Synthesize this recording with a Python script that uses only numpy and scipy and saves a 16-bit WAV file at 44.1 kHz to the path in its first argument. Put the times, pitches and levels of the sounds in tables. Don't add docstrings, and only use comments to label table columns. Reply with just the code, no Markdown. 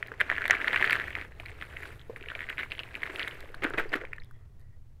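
import sys
import numpy as np
from scipy import signal
from scipy.fft import rfft, irfft, next_fast_len
from scipy.io import wavfile
from scipy.ndimage import uniform_filter1d, map_coordinates

SR = 44100
rng = np.random.default_rng(int(sys.argv[2]) if len(sys.argv) > 2 else 0)


def persist_wave(psi):
    counts = np.round(np.clip(psi, -1, 1) * 32767).astype(np.int16)
    wavfile.write(sys.argv[1], SR, np.atleast_2d(counts).T)


def convert_level_to_amplitude(level_db):
    exponent = np.asarray(level_db, float) / 20
    return 10 ** exponent


N = 220498

# pitch_hz [Hz], level_db [dB per Hz]
FIBRES = [(1800, -30), (3800, 8), (5900, -6.5), (7400, 0), (12000, 0), (15200, -5.5), (16200, -14)]
# time_s [s], weight_db [dB]
CONTACT = [(0, -10), (1.2, 4), (1.5, 4), (2.0, 8.5), (2.15, 4), (3.5, 5.5), (3.66, -21), (4.15, -20.5),
           (5, -5.5)]
# start_s [s], peak_db [dB], pitch_hz [Hz]
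SPILL = [(.0279, -17, 1920), (.0644, -36, 2130), (.0837, -32, 1880), (.1185, -26, 1530), (.1399, -35, 1730),
         (.1979, -31, 1850), (.2027, -16, 1940), (.2073, -11, 1840), (.2122, -9, 2150), (.2139, -11, 1640),
         (.2955, -25, 1810), (.3004, -10, 1860), (.3157, -14, 1670), (.3243, -21, 1890), (.3545, -24, 1990),
         (.3646, -22, 2100), (.382, -16, 1780), (.4096, -24, 1650), (.4201, -18, 1700), (.4416, -20, 1930),
         (.4554, -14, 2000), (.4618, -22, 1980), (.4806, -21, 1770), (.4993, -12, 1800), (.5089, 0, 1950),
         (.5315, -16, 1620), (.5391, -18, 1450), (.5485, -19, 2030), (.552, -17, 2150)]
# start_s [s], peak_db [dB], pitch_hz [Hz]
AVALANCHE = [(.6164, -18, 2080), (.6449, -17, 1750), (.6741, -22, 1790), (.6783, -13, 1820),
             (.6814, -14, 1960), (.7316, -18, 1700), (.7349, -18, 1870), (.7402, -18, 1980),
             (.7448, -15, 1780), (.7607, -13, 2270), (.7632, -15, 1630), (.7746, -19, 1910),
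             (.7769, -18, 1940), (.7981, -20, 1750), (.8121, -18, 2040), (.8262, -8, 1900),
             (.8436, -9, 1780), (.8485, -18, 1860), (.8762, -16, 1960), (.8973, -13, 1820),
             (.9087, -13, 2210), (.9238, -16, 2340), (.9303, -8, 2030), (.9551, -16, 1800),
             (.9995, -19, 1810), (1.0094, -22, 1810), (1.0178, -22, 1940), (1.0405, -25, 1930),
             (1.0807, -25, 1900), (1.1531, -16, 2110)]
# start_s [s], peak_db [dB], pitch_hz [Hz]
TRICKLE = [(1.1867, -26, 1710), (1.2135, -24, 2190), (1.3213, -41, 1850), (1.3996, -27, 2360),
           (1.46, -30, 2120), (1.4844, -34, 2220), (1.4966, -34, 1960), (1.5172, -35, 2070),
           (1.6134, -28, 2110), (1.6248, -24, 1660), (1.7695, -25, 2200), (1.8322, -30, 1870),
           (1.8556, -32, 1520), (2.0978, -41, 990), (2.1622, -27, 1980), (2.2107, -35, 2320),
           (2.2269, -35, 2370), (2.2394, -35, 1770), (2.2602, -32, 2000), (2.2864, -28, 2560),
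           (2.302, -27, 1770), (2.3136, -32, 1790), (2.3178, -29, 1470), (2.3522, -22, 2400),
           (2.3922, -26, 1840), (2.4068, -23, 2020), (2.419, -28, 1950), (2.4293, -31, 2010),
           (2.4416, -30, 1970), (2.468, -35, 2100)]
# start_s [s], peak_db [dB], pitch_hz [Hz]
SLIDE = [(2.4894, -24, 1930), (2.4961, -26, 2360), (2.5, -25, 2490), (2.503, -24, 1700), (2.528, -30, 2070),
         (2.582, -19, 2110), (2.5901, -24, 2070), (2.5936, -26, 1730), (2.5979, -21, 1840),
         (2.6321, -21, 2060), (2.7105, -33, 2310), (2.7191, -20, 2540), (2.7241, -25, 2600),
         (2.7821, -31, 2050), (2.7927, -21, 2890), (2.7998, -26, 2710), (2.8344, -28, 2560),
         (2.9435, -30, 2120), (2.9533, -21, 2460), (3.02, -28, 2080), (3.0328, -18, 1950),
         (3.0357, -22, 2290), (3.0649, -26, 1890), (3.16, -26, 2580), (3.1957, -24, 2520),
         (3.1991, -23, 2120), (3.2039, -25, 1870), (3.23, -24, 3110), (3.2761, -21, 2010),
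         (3.2802, -24, 2040)]
# start_s [s], peak_db [dB], pitch_hz [Hz]
SHAKEN = [(3.4904, -39, 2020), (3.544, -32, 1500), (3.6224, -30, 1900), (3.6359, -19, 2110),
          (3.6445, -17, 2070), (3.6492, -20, 1520), (3.652, -22, 1540), (3.7064, -27, 1500),
          (3.7369, -27, 1550), (3.7444, -28, 1530), (3.7844, -18, 1860), (3.7864, -19, 1860),
          (3.7985, -17, 1460), (3.9301, -26, 1700), (3.9358, -25, 2040), (3.9389, -15, 1770),
          (3.9417, -16, 1830), (3.9559, -22, 1590), (4.0141, -29, 1960), (4.0518, -27, 2110),
          (4.1304, -34, 1810), (4.1329, -22, 2050), (4.1831, -33, 1800), (4.2206, -41, 2080),
          (4.3111, -44, 1450)]
# start_s [s], peak_db [dB], pitch_hz [Hz]
STRAYS = [(.3748, -25, 1680), (.4138, -24, 1850), (.4285, -25, 1880), (.6012, -25, 1540),
          (.6121, -24, 1850), (1.1061, -27, 2130), (1.1307, -30, 2240), (1.1958, -28, 2110),
          (1.2229, -31, 1750), (1.25, -35, 1650), (1.995, -42, 3300), (2.015, -41, 3400),
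          (2.6102, -27, 1930), (2.625, -28, 2040), (3.2251, -26, 2000), (3.2479, -27, 1900),
          (3.311, -32, 2900), (3.894, -45, 4700), (4.12, -45, 1900), (4.2009, -45, 4030),
          (4.235, -56, 5130), (4.237, -52, 3400), (4.258, -58, 3500)]
LANDINGS = SPILL + AVALANCHE + TRICKLE + SLIDE + SHAKEN + STRAYS


def unit(x):
    return x / np.sqrt(np.mean(x ** 2) + 1e-20)


def along(points, hz):
    f, v = np.transpose(points)
    return np.interp(np.log(hz + 1), np.log(f + 1), v)


def curve(rows):
    s, value = np.transpose(rows)
    return np.interp(np.arange(N) / SR, s, value)


def wobble(rate):
    knots = rng.standard_normal(int(N * rate / SR) + 4)
    return map_coordinates(knots, [np.arange(N) * rate / SR])


def filtered(x, response):
    m = next_fast_len(N + SR // 2)
    return irfft(rfft(x, m) * response(np.fft.rfftfreq(m, 1 / SR)), m)[:N]


def noise(spectrum):
    return unit(filtered(rng.standard_normal(N), lambda hz: convert_level_to_amplitude(along(spectrum, hz)) * (hz > 3)))


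def resonance(f, centre, width):
    return 1j * f * width / (centre * centre - f * f + 1j * f * width)


def place(s, shapes, lead):
    at = np.round(s * SR).astype(int)[:, None] + np.arange(shapes.shape[1]) - lead + SR
    return np.bincount(at.ravel(), shapes.ravel(), N + 2 * SR)[SR:SR + N]


def puffs(s, gain, hz, rise, fall, size=256):
    lead = size // 4
    cycles = hz[:, None] * (np.arange(size) - lead) / SR
    stretch, phase = rng.random((len(s), 2)).T
    swell = np.exp(-(cycles / rise) ** 2)
    decay = 1 / np.cosh(cycles / (fall * (0.55 + 0.7 * stretch[:, None])))
    shape = np.where(cycles < 0, swell, decay)
    tone = np.cos(2 * np.pi * (cycles + phase[:, None]))
    return place(s, gain[:, None] * shape * tone, lead)


def room_tone():
    # pitch_hz [Hz], level_db [dB per Hz]
    air = [(100, -38.5), (170, 1.5), (272, -4.5), (322, -13), (693, -24.5), (762, -21), (868, -21.5),
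           (15000, -31.5)]
    # pitch_hz [Hz], level_db [dB per Hz]
    rumble = [(15, -35), (25, -1), (43, -9), (70, -2), (124, -7.5), (170, -20.5), (220, -48), (370, -120)]
    # time_s [s], level_db [dB]
    traffic = [
        (0.0, -56),
        (1.24, -50),
        (2.56, -55.5),
        (4.68, -55),
        (5.0, -57.5),
    ]
    # time_s [s], level_db [dB]
    sway = [
        (0.0, -55.5),
        (3.16, -57.5),
        (3.83, -41.5),
        (4.41, -49.5),
        (5.0, -53),
    ]
    t = np.arange(N) / SR
    hum = convert_level_to_amplitude(-61.0 + 2.3 * wobble(13.0)) * np.sin(2 * np.pi * 120 * t + 0.29 * wobble(14.0))
    pushed_air = convert_level_to_amplitude(curve(sway)) * noise([(3, -3), (8, -0.5), (18, -7.5), (28, -19.5), (60, -93.5)])
    hiss = convert_level_to_amplitude(-72.0) * noise(air)
    building = convert_level_to_amplitude(curve(traffic) - 0.13) * noise(rumble)
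    return hiss + building + hum + pushed_air


def scrape():
    # start_s [s], length_s [s], level_db [dB]
    rubs = [
        (4.257, 0.2, -74),
        (4.591, 0.082, -74.5),
        (4.7, 0.06, -73.5),
    ]
    # start_s [s], length_s [s], level_db [dB]
    low_rubs = [
        (4.36, .11, -78),
        (4.63, .06, -87),
    ]
    # start_s [s], length_s [s], level_db [dB]
    high_rubs = [
        (4.24, .16, -81),
    ]
    edge_s, ring_width_hz, flutter_db = 0.015, 220, 2
    t = np.arange(N) / SR
    flutter = convert_level_to_amplitude(flutter_db * wobble(60))
    out = 0
    for ring_hz, strokes in [(1910, rubs), (1270, low_rubs), (3350, high_rubs)]:
        strength = 0
        for start, length, db in strokes:
            stroke = (np.tanh((t - start) / edge_s) - np.tanh((t - start - length) / edge_s)) / 2
            strength = strength + convert_level_to_amplitude(db) * stroke
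        ring = filtered(rng.standard_normal(N), lambda f: resonance(f, ring_hz, ring_width_hz) ** 2)
        out = out + unit(ring) * strength
    return flutter * out


def jolts():
    # start_s [s], level_db [dB], t60_s [s]
    shaking = [
        (3.62, -27, 0.051),
        (3.631, -28, 0.23),
        (3.736, -30.5, 0.077),
        (3.774, -23.5, 0.17),
        (3.917, -34, 0.12),
        (3.93, -27, 0.09),
        (3.952, -34, 0.15),
        (4.0, -47, 0.27),
        (4.594, -68.5, 0.085),
    ]
    t = np.arange(N) / SR
    out = 0
    for start, db, t60 in shaking:
        after = np.maximum(t - start, 0)
        out = out + convert_level_to_amplitude(db - 60 * after / t60) * (1 - np.exp(-after / 0.0046))
    return out


def shakes():
    # pitch_hz [Hz], level_db [dB per Hz]
    rattle = [(190, -20), (330, 8), (650, 1), (920, -7), (1500, 8), (2600, -1), (5000, -26), (16000, -87)]
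    return jolts() * unit(convert_level_to_amplitude(2.1 * wobble(400)) * noise(rattle))


def walls(f):
    # pitch_hz [Hz], width_hz [Hz], level_db [dB]
    modes = [(298, 223, -3), (420.5, 113, 3.5), (525, 98, -1), (650, 89, -0.5), (1030, 544, -8.5)]
    return sum((-1) ** k * convert_level_to_amplitude(db) * resonance(f, hz, width) for k, (hz, width, db) in enumerate(modes))


def knocks():
    # start_s [s], peak_db [dB], strongest wall pitch_hz [Hz]
    blows = [(0.115, -38, 443), (0.21, -28.5, 610), (0.312, -30, 666), (0.452, -36, 620),
             (0.496, -22.5, 684), (0.803, -32, 800), (1.171, -37.5, 352), (1.398, -39.5, 685),
             (2.095, -27, 434), (2.102, -32.5, 504), (2.131, -42.5, 515), (2.164, -44, 435),
             (2.212, -43.5, 382), (2.268, -41, 467), (2.355, -37, 650), (2.581, -42, 338),
             (3.096, -35.5, 365), (3.437, -39, 543), (3.499, -42, 463), (3.648, -26, 328),
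             (3.704, -31.5, 425), (3.738, -30.5, 364), (3.854, -33.5, 442), (3.931, -38, 288),
             (3.953, -32, 310), (4.016, -37, 480), (4.035, -34, 496)]
    s, db, hz = np.transpose(blows)
    wall = puffs(s + 0.003, convert_level_to_amplitude(db - 2.5), hz, rise=0.55, fall=1.7, size=2048)
    lower_wall = puffs(s + 0.0051, convert_level_to_amplitude(db - 13), 0.78 * hz, rise=0.8, fall=1.3, size=2048)
    lingering = wobble(90) * puffs(s + 0.00846, convert_level_to_amplitude(db - 19), 1.04 * hz, rise=1.5, fall=5, size=4096)
    overtone = puffs(s + 0.003, convert_level_to_amplitude(db - 16), 1.9 * hz, rise=0.6, fall=1.2, size=2048)
    return wall + lower_wall + lingering + overtone


def motion(stir_db):
    # time_s [s], level_db [dB]
    flow = [(0, -54.5), (.18, -52), (.32, -39), (.46, -45), (.53, -39), (.93, -29.5), (1.05, -39),
            (1.32, -57.5), (1.86, -44.5), (2.07, -62), (2.32, -48), (2.62, -56.5), (2.9, -50), (3.2, -37.5),
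            (3.5, -53.5), (3.95, -52.5), (4.3, -75), (5, -84.5)]
    stir_t60_s = 0.15
    s, db, _ = np.transpose(LANDINGS)
    fading = convert_level_to_amplitude(-60 * np.arange(SR // 4) / SR / stir_t60_s) ** 2
    stir = place(s, convert_level_to_amplitude(db + stir_db)[:, None] ** 2 * fading, lead=0)
    neighbours = convert_level_to_amplitude(0.84 * curve(CONTACT)) ** 2
    return 10 * np.log10(convert_level_to_amplitude(curve(flow)) ** 2 + stir * neighbours)


def patchy(x):
    z = signal.stft(x, nperseg=256)[2]
    field = uniform_filter1d(rng.standard_normal(z.shape), size=12, axis=0)
    field = uniform_filter1d(field, size=8, axis=1)
    return signal.istft(z * convert_level_to_amplitude(3 * unit(field)), nperseg=256)[1][:N]


def heap():
    contact_db = curve(CONTACT)
    patter_db = motion(-19.5)
    rustle_db = -64.5 + 0.57 * (patter_db + 46) + contact_db
    drum_db = -54 + 0.66 * (motion(-24.5) + 47.5) - 0.26 * np.maximum(contact_db, -5)
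    drum = convert_level_to_amplitude(drum_db) + convert_level_to_amplitude(-13) * jolts()

    when, size, pitch, bend = rng.random((6000, 4)).T
    clump = 1.7 * wobble(60)
    hz = 1900 * np.exp(0.35 * (pitch + bend - 1) + 0.75 * pitch ** 3)
    size_db = np.minimum(-4.5 * np.log(size + 1e-4), 4)
    size_db -= 16 * np.maximum(np.log2(hz / 2400), 0)
    fall = 1.4 * np.maximum(hz / 2000, 1)[:, None]
    grains = puffs(when * (N - 1) / SR, convert_level_to_amplitude(size_db), hz, rise=0.8, fall=fall, size=192)
    patter = convert_level_to_amplitude(patter_db - 5.5) * unit(convert_level_to_amplitude(clump) * grains)

    slips = convert_level_to_amplitude(0.35 * clump + 2.5 * wobble(300) + 1.2 * wobble(14))
    rustle = convert_level_to_amplitude(rustle_db - 8.0) * unit(slips * patchy(noise(FIBRES)))
    shaking = convert_level_to_amplitude(0.25 * clump + 2.2 * wobble(120)) * rng.standard_normal(N)
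    return patter + rustle + drum * unit(filtered(shaking, walls))


def singles():
    # start_s [s], peak_db [dB], pitch_hz [Hz]
    lone = [(0.3346, -30, 1810), (0.3456, -29, 1670), (0.4254, -28, 2020), (0.4675, -26, 2000),
            (0.5693, -26, 1710), (0.6234, -29, 1670), (0.6985, -26, 2000), (0.7076, -24, 1880),
            (0.7119, -24, 2000), (0.805, -26, 2130), (0.8181, -25, 1840), (0.862, -23, 1910),
            (0.9633, -23, 1620), (0.9686, -25, 1650), (0.9903, -26, 1790), (1.0142, -25, 1770),
            (1.0757, -32, 2010), (1.0829, -26, 1860), (1.1691, -30, 1970), (1.2041, -31, 1920),
            (0.6045, -26, 1600), (3.2421, -31, 1990), (1.4561, -38, 2010), (1.4659, -35, 2060),
            (1.491, -38, 2120), (1.6296, -38, 1870), (1.7276, -39, 1700), (1.7361, -40, 1610),
            (1.7663, -33, 2070), (1.8036, -37, 1780), (1.8251, -34, 1920), (1.9254, -42, 2000),
            (2.5738, -35, 2180), (2.7243, -31, 2130), (2.7517, -37, 2180), (2.8773, -41, 2050),
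            (2.8894, -39, 2190), (3.057, -31, 1860), (3.0766, -32, 1930), (3.1009, -30, 1990),
            (3.1087, -32, 1970), (3.1879, -32, 1560), (3.2086, -27, 2060), (3.2162, -27, 2200),
            (3.3243, -38, 1860), (3.3547, -40, 1840), (3.6623, -27, 1550), (3.4107, -38, 1960),
            (3.4281, -39, 1970), (3.4582, -42, 1720), (3.6682, -26, 1650), (3.8504, -35, 1840),
            (4.0376, -37, 1590), (4.0723, -43, 1860)]
    # start_s [s], peak_db [dB], pitch_hz [Hz]
    clumps = [(0.2937, -36, 1070), (0.3277, -30, 1080), (0.4558, -31, 970), (0.6841, -33, 980),
              (0.7332, -31, 960), (0.7446, -29, 1140), (0.7632, -30, 1170), (0.8146, -28, 970),
              (0.8972, -30, 1140), (0.9705, -32, 1090), (1.1763, -39, 870), (1.435, -44, 1090),
              (2.5304, -42, 1190), (2.592, -38, 1210), (2.6329, -41, 1130), (2.6604, -44, 1050),
              (2.7195, -44, 1140), (2.7924, -39, 1080), (3.0324, -37, 1190), (3.074, -38, 1160),
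              (3.1, -39, 1140), (3.2166, -39, 1180), (3.2765, -37, 1180), (3.4581, -45, 1110),
              (3.5435, -40, 1120), (3.6575, -33, 1200), (3.7483, -35, 1170), (3.9404, -30, 1200),
              (4.0455, -40, 950)]
    # start_s [s], peak_db [dB]
    corners = [(.028, -34), (.0637, -45), (.2124, -21), (.4188, -37), (.4804, -32), (.5385, -35),
               (.5696, -41), (.6038, -40), (.6171, -37), (.6813, -23), (.731, -23), (.7361, -33),
               (.7607, -22), (.7762, -31), (.8052, -31), (.812, -32), (.8178, -31), (.8531, -25),
               (.8759, -28), (.8978, -21), (.9499, -34), (.9553, -29), (.9625, -35), (.9676, -34),
               (.9996, -28), (1.1278, -41), (1.1805, -43), (1.4949, -46), (1.6131, -38), (1.624, -34),
               (1.8554, -44), (2.1623, -41), (2.2268, -43), (2.2868, -36), (2.3011, -35), (2.306, -38),
               (2.3521, -29), (2.3922, -40), (2.4067, -36), (2.496, -35), (2.5, -32), (2.5739, -41),
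               (2.5911, -37), (2.5968, -34), (2.6045, -36), (2.6105, -37), (2.7045, -41), (2.7516, -39),
               (2.776, -40), (2.782, -37), (3.0051, -43), (3.0356, -33), (3.0737, -41), (3.0994, -40),
               (3.16, -32), (3.1958, -30), (3.2019, -33), (3.2157, -35), (3.2242, -35), (3.2801, -34)]
    # start_s [s], peak_db [dB]
    last_corners = [
        (3.4475, -47),
        (3.5437, -43),
        (3.6232, -38),
        (3.6444, -29),
        (3.6493, -32),
        (3.7382, -35),
        (3.9297, -33),
        (3.9418, -30),
        (3.9552, -36),
    ]
    # start_s [s], peak_db [dB]
    tips = [(.0273, -45), (.419, -45), (.4988, -35), (.678, -37), (.6822, -30), (.7401, -43), (.7641, -44),
            (.7747, -38), (.8122, -44), (.8255, -40), (.8486, -44), (.8534, -35), (.876, -37), (.9093, -30),
            (.9233, -38), (.9415, -40), (.9646, -44), (.9864, -43), (1.3995, -48), (1.4593, -42),
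            (2.5907, -41), (2.7106, -46), (2.7193, -37), (2.7929, -40), (2.8346, -42), (2.9525, -43),
            (3.0671, -45), (3.1957, -36), (3.2018, -41), (3.2089, -43), (3.23, -34), (3.2801, -35),
            (3.5478, -43), (3.9353, -44), (3.939, -42), (3.956, -43)]
    out = 0
    for rows, trim_db, rise, fall in [(lone, 1.5, 0.95, 1.2), (clumps, 2.5, 0.7, 0.9)]:
        s, db, hz = np.transpose(rows)
        out = out + puffs(s, convert_level_to_amplitude(db + trim_db), hz, rise=rise, fall=fall, size=512)
    for rows, centre_hz, rise, fall in [(corners + last_corners, 3050, 0.9, 1.3), (tips, 4050, 1.5, 2.2)]:
        s, db = np.transpose(rows)
        hz = centre_hz * np.exp(0.05 * rng.standard_normal(len(s)))
        out = out + puffs(s, convert_level_to_amplitude(db + 2.5), hz, rise=rise, fall=fall)
    return out


def ticks(s, db):
    t = np.arange(256) / SR
    envelope = convert_level_to_amplitude(-60 * t / 0.0074) * (1 - np.exp(-t / 0.0001))
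    crack = rng.standard_normal((len(s), len(t))) * envelope
    return filtered(place(s, convert_level_to_amplitude(db + 7.5)[:, None] * crack, lead=30), lambda f: convert_level_to_amplitude(along(FIBRES, f)))


def claps():
    # start_s [s], level_db [dB]
    edge_strikes = [(0.0728, -50.5), (0.202, -47), (0.208, -40), (.461, -45), (.48, -39), (.731, -52),
                    (.8125, -51), (.8621, -46), (.9398, -46), (.9615, -48), (1.08, -53), (1.1038, -53),
                    (1.176, -56), (3.955, -49), (0.761, -49), (0.845, -48), (0.907, -40.5), (0.9285, -35),
                    (0.932, -43.5), (1.403, -52.5), (1.459, -54), (2.4993, -48.5), (3.0315, -56),
                    (3.2804, -45.5), (3.4062, -46), (3.548, -51.5), (3.6406, -38.5), (3.701, -48.5),
                    (3.789, -47), (3.798, -41.5), (3.893, -59), (3.94, -43.5), (3.9611, -47), (4.1636, -61),
                    (4.2462, -58), (4.312, -61), (4.597, -66), (4.606, -67), (4.614, -68)]
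    s, db, hz = np.transpose(LANDINGS)
    late, size, bend = rng.standard_normal((len(s), 3)).T
    s = np.r_[s, s + 0.0017 * np.exp(0.4 * late)]
    db = np.r_[db, db - 12 + 2.5 * size]
    hz = np.r_[hz, hz * np.exp(0.12 * bend)]

    brief = np.maximum(hz ** 2 / 2600 ** 2, 1)[:, None]
    slap, bend = rng.standard_normal((len(s), 2)).T
    body = puffs(s, convert_level_to_amplitude(db), hz, rise=0.95 * brief, fall=1.15 * brief)
    slap_gain = convert_level_to_amplitude(db - 17 + 2 * slap) / brief[:, 0] ** 2
    body += puffs(s - 0.0002, slap_gain, 1.55 * hz * np.exp(0.1 * bend), rise=0.8, fall=1.6)
    edge_hz = 2.15 * np.minimum(hz, 2300) * np.exp(-0.1 * bend)
    body += puffs(s - 0.0003, convert_level_to_amplitude(db - 36 - 3 * slap), edge_hz, rise=1.1, fall=1.6)

    for delay_s, rock_db in [(0.0018, -15), (0.004, -22)]:
        late, size, bend = rng.standard_normal((len(s), 3)).T
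        rock_s = s + delay_s * np.exp(0.25 * late)
        body += puffs(rock_s, convert_level_to_amplitude(db + rock_db + 3 * size), hz * np.exp(0.15 * bend), rise=0.9, fall=1.3)
    return body + ticks(s, np.minimum(db, -9) - 36.5) + ticks(*np.transpose(edge_strikes))


def room(x):
    # pitch_hz [Hz], t60_s [s]
    ring_times = [(200, 0.3), (2000, 0.25), (10000, 0.095)]
    out, step = np.zeros(N + SR), SR // 4
    for i in range(0, N, step):
        hz, t, z = signal.stft(rng.standard_normal(SR // 3), SR, nperseg=256)
        fade = convert_level_to_amplitude(-60 * t / along(ring_times, hz)[:, None])
        tail = signal.istft(z * fade, SR, nperseg=256)[1]
        wet = signal.fftconvolve(x[i:i + step], tail / np.linalg.norm(tail))
        out[i + 200:][:len(wet)] += wet[:len(out) - i - 200]
    return out[:N]


def scene():
    near = claps() + knocks()
    near += convert_level_to_amplitude(-19) * room(near)
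    return (near + heap() + shakes() + scrape() + room_tone() + singles())[None]


def top_cut(x):
    return signal.sosfilt(signal.butter(12, 16510, fs=SR, output="sos"), x)


def record(dry):
    # pitch_hz [Hz], level_db [dB]
    mic = [(10, 3.5), (14500, -1.5), (15700, -2), (16200, -24), (17000, -64)]
    ceiling, hardness = 0.5, 8
    held = dry[0] / (1 + np.abs(dry[0] / ceiling) ** hardness) ** (1 / hardness)
    mix = filtered(held, lambda f: convert_level_to_amplitude(along(mic, f)))[None]
    return top_cut(mix)


dry = scene()
out = record(dry)
persist_wave(out)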